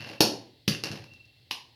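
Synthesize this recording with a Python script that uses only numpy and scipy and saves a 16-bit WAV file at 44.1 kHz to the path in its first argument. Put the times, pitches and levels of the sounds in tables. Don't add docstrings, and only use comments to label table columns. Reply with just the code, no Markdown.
import sys
import numpy as np
from scipy import signal
from scipy.fft import rfft, irfft, next_fast_len
from scipy.io import wavfile
from scipy.ndimage import uniform_filter1d

SR = 44100
rng = np.random.default_rng(int(sys.argv[2]) if len(sys.argv) > 2 else 0)


def decibels_to_gain(level_db):
    exponent = np.asarray(level_db, float) / 20
    return 10 ** exponent


def store_wav(level_fs):
    pcm = np.round(np.clip(np.atleast_2d(level_fs), -1, 1) * 32767)
    wavfile.write(sys.argv[1], SR, pcm.T.astype(np.int16))


N = 77175

# mode_hz, gain_db, t60_s
BOOM_MODES = [(117.2, -6.5, 0.68), (152, -0.5, 0.21), (210, -2.5, 0.2), (327.5, -4.5, 0.12),
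              (410.7, -9.5, 0.12), (454, -2, 0.15), (487.7, -4, 0.33), (563.6, -2.5, .4), (809, -21, .15),
              (1000, -12, .12)]
BOOM_DB = -37
THUMP_WIDTH = 0.79


def curve(rows):
    times_s, levels_db = np.array(rows).T
    return decibels_to_gain(np.interp(np.arange(N) / SR, times_s, levels_db))


def response(points, size):
    hz, db = np.array(points).T
    bins_hz = np.arange(size // 2 + 1) * SR / size
    return decibels_to_gain(np.interp(np.log(bins_hz + 1), np.log(hz), db))


def noise(points):
    x = irfft(rfft(rng.standard_normal(N)) * response(points, N), N)
    return x / np.std(x)


def ring(x, modes):
    t = np.arange(SR) / SR
    tail = 0
    for hz, db, t60_s in modes:
        tail = tail + decibels_to_gain(db) * np.sin(2 * np.pi * hz * t) * 1000. ** (-t / t60_s)
    return signal.fftconvolve(x, tail)[:N]


def click(start_s, level_db):
    x = np.zeros(N)
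    x[int(start_s * SR)] = decibels_to_gain(level_db)
    return x


def pop(start_s, level_db, pitch_hz, width_hz):
    t = np.maximum(np.arange(N) / SR - start_s, 0)
    return decibels_to_gain(level_db) * np.sin(2 * np.pi * pitch_hz * t) * np.exp(-np.pi * width_hz * t)


def clang(peak_s, level_db, pitch_hz, length_s):
    t = np.arange(N) / SR - peak_s
    return decibels_to_gain(level_db) * np.cos(2 * np.pi * pitch_hz * t) * np.exp(-.5 * (t / length_s) ** 2)


def crack(x, lead_s, swell_s, fade_s):
    low_cut_hz = 1020
    t = (np.arange(1024) - 512) / SR
    swell = np.exp(t / swell_s) * (t > -lead_s)
    fade = np.exp(-np.abs(t) / fade_s)
    shape = np.where(t < 0, swell, fade)
    grain = rng.standard_normal(len(t))
    for _ in range(6):
        spectrum = rfft(grain * shape)
        grain = irfft(spectrum / np.abs(spectrum)) / np.maximum(shape, .01)
        grain = np.clip(grain / np.std(grain[400:600]), -2.5, 2.5)
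    burst = grain * shape
    burst = burst / np.linalg.norm(burst)
    x = signal.fftconvolve(x, burst)[512:512 + N]
    return signal.lfilter(*signal.butter(2, low_cut_hz, "high", fs=SR), x)


def air():
    # (per Hz, relative)
    air_colour = [(18, -46), (30, -23.5), (109, 10), (189, -10.5), (259, -5.5), (415, -13), (801, -21),
                  (962, -37.5), (1250, -36.5), (1590, -26.5), (2060, -14.5), (2290, -19), (4300, -7.5),
                  (6210, -31), (16000, -32)]
    rms_db = -61.5
    return decibels_to_gain(rms_db) * noise(air_colour)


def tone():
    # time_s, level_db (before the throb)
    tone_levels = [(0, -49.5), (.08, -66), (.15, -64), (.2, -52.5), (.3, -77), (1.05, -89.5), (1.08, -56),
                   (1.115, -51.5), (1.22, -60), (1.3, -69), (1.33, -70), (1.75, -81.5)]
    hz, width_hz = 2709, 35
    throb_hz, throb_peak_s, throb_depth = 22.5, 1.117, .6
    t = np.arange(N) / SR
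    throb = 1 + throb_depth * np.cos(2 * np.pi * throb_hz * (t - throb_peak_s))
    band = [(hz - 8 * width_hz, -60), (hz - width_hz, -8), (hz, 0),
            (hz + width_hz, -8), (hz + 8 * width_hz, -60)]
    return throb * curve(tone_levels) * noise(band)


def kitchen(x):
    # delay_s, level_db
    near_echoes = [(.0059, -4), (0.0101, -19), (.0185, -11.5)]
    # band_hz, t60_s
    room_decay = [(150, 0.51), (500, 0.52), (1500, 0.32), (4000, 0.35), (10000, .29), (15000, 0.19)]
    tail_db, build_s = -25.5, 0.002
    t = np.arange(SR) / SR
    spectrum = rfft(rng.standard_normal(SR))
    log_hz = np.log(np.arange(SR // 2 + 1) + 1.)
    centres = np.log([band_hz for band_hz, _ in room_decay])
    tail = 0
    for k, (_, t60_s) in enumerate(room_decay):
        share = np.interp(log_hz, centres, np.arange(len(centres)) == k)
        tail = tail + irfft(spectrum * share, SR) * 1000. ** (-t / t60_s)
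    impulse = decibels_to_gain(tail_db) * tail * (1 - np.exp(-t / build_s))
    impulse[0] = 1
    for delay_s, level_db in near_echoes:
        impulse[int(delay_s * SR)] += decibels_to_gain(level_db)
    return signal.fftconvolve(x, impulse)[:N]


def shuffle():
    # time_s, level_db (before the unevenness)
    drag_levels = [(0, -50), (.05, -48), (.1, -43.5), (.15, -48), (.2, -59.5), (.4, -59.5), (.8, -98),
                   (.85, -44), (.94, -47), (1.0, -48.5), (1.1, -65), (1.25, -75.5), (1.75, -76)]
    # pitch_hz, relative_db
    drag_colour = [(60, -20.5), (120, 6.5), (300, -11), (800, -10), (1500, -20), (2800, -8.5),
                   (5000, -29.5), (12000, -33.5)]
    grain_hz, grain_db = 151.6, 3
    hold = int(SR / grain_hz)
    steps = np.repeat(rng.standard_normal(N // 100), hold)[:N]
    steps = uniform_filter1d(steps, hold // 2)
    return curve(drag_levels) * decibels_to_gain(grain_db * steps) * noise(drag_colour)


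def ticks():
    # start_s, click_db, rim_db
    tick_events = [(.0075, -34.5, -39), (0.016, -41.5, -41), (.023, -42, -41.5), (0.047, -52, -38.5),
                   (.075, -61, -76), (.091, -34, -45.5), (0.099, -41, -47), (0.117, -56, -53.5),
                   (0.722, -58, -34), (0.749, -53, -34), (.838, -14, -31.5), (.845, -20.5, -61),
                   (.857, -26.5, -39), (0.872, -56, -40), (0.889, -37, -39), (0.9159, -26, -40),
                   (0.924, -30.5, -63), (1.042, -40.5, -56), (1.137, -42, -75.5), (1.143, -64, -90.5),
                   (1.255, -51.5, -69.5)]
    # mode_hz, gain_db, t60_s
    rim_modes = [(2745, 0, .014), (2110, -14, .015)]
    # start_s, level_db, pitch_hz
    foot_knocks = [(.005, -36.5, 102), (.098, -39, 773), (0.101, -36.5, 290), (0.837, -31, 310),
                   (.905, -26.5, 125), (.935, -34.5, 203), (0.999, -34.5, 71), (1.12, -42.5, 65)]
    smear_s, top_hz = 0.00072, 7150
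    near_db = 2.5
    clicks = sum(crack(click(s, click_db), smear_s, smear_s, smear_s) for s, click_db, _ in tick_events)
    clicks = signal.lfilter(*signal.butter(1, top_hz, fs=SR), clicks)
    rim = ring(sum(click(s, rim_db) for s, _, rim_db in tick_events), rim_modes)
    bright = clicks + rim
    low = sum(pop(s, db, hz, THUMP_WIDTH * hz) for s, db, hz in foot_knocks)
    return decibels_to_gain(near_db) * bright + kitchen(bright + low) + decibels_to_gain(BOOM_DB) * ring(low, BOOM_MODES)


def slap(hit_s, crack_db, clang_db, thump_db, thump_hz, cup_db, cup_hz):
    # mode_hz, gain_db, t60_s
    steel_modes = [(2100, -26.5, .04), (3040, -12.5, .03), (2998, -2.5, 0.029), (3290, -9.5, .04),
                   (3700, -14.5, 0.021), (4124, -20.5, 0.053), (4060, -20.5, 0.058), (4840, -32.5, 0.052),
                   (4880, -23.5, .04), (5140, -20, 0.045)]
    touch_lead_s = .0028
    swell_s, fade_s = .002, .0015
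    jar_hz, jar_s = 5000, .0001
    jar_db, jar_full_hz = -6.5, 310
    wall_hz, wall_s, steel_db, cup_s = 3007, 0.00027, -14, 0.001
    near_db = 1.5

    skin = crack(click(hit_s, crack_db), touch_lead_s, swell_s, fade_s)
    jar = thump_hz / jar_full_hz * clang(hit_s, thump_db + jar_db, jar_hz, jar_s)
    wall = clang(hit_s, clang_db, wall_hz, wall_s)
    steel = wall + ring(click(hit_s, clang_db + steel_db), steel_modes)
    thump = pop(hit_s - touch_lead_s / 2, thump_db, thump_hz, THUMP_WIDTH * thump_hz)
    low = thump + clang(hit_s, cup_db, cup_hz, cup_s)
    in_room = kitchen(skin + jar + steel + low)
    return in_room + decibels_to_gain(near_db) * (steel + low) + decibels_to_gain(BOOM_DB) * ring(low, BOOM_MODES)


def microphone(x):
    # pitch_hz, gain_db
    mic_response = [(30, -37), (90, -12), (300, 3.5), (900, 2.5), (1250, 1.5), (1650, 7.5), (2100, -0.5),
                    (2700, 0), (3500, -0.5), (4300, 12.5), (5300, 14), (6500, 4), (7800, -8.5),
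                    (10500, 2.5), (12500, -2), (15200, -4), (15800, -29)]
    size = next_fast_len(N + SR)
    cepstrum = irfft(np.log(response(mic_response, size)), size)
    cepstrum[1:size // 2] *= 2
    cepstrum[size // 2 + 1:] = 0
    return irfft(rfft(x, size) * np.exp(rfft(cepstrum)), size)[:N]


def scene():
    # hit_s, crack_db, clang_db, thump_db, thump_hz, cup_db (cupped air), cup_hz
    slap_events = [(0.2075, 2.5, -17.5, -12, 310, -20, 722), (.6803, -7, -17.5, -16.5, 153, -73, 890),
                   (1.5115, -17, -22.5, -44, 299, -37.5, 980)]
    near = sum(slap(*row) for row in slap_events) + ticks() + shuffle()
    return (microphone(near) + tone() + air())[None]


def roll_off(x):
    return signal.sosfilt(signal.butter(12, 17160, fs=SR, output="sos"), x)


def record(dry):
    return roll_off(dry)


dry = scene()
out = record(dry)
store_wav(out)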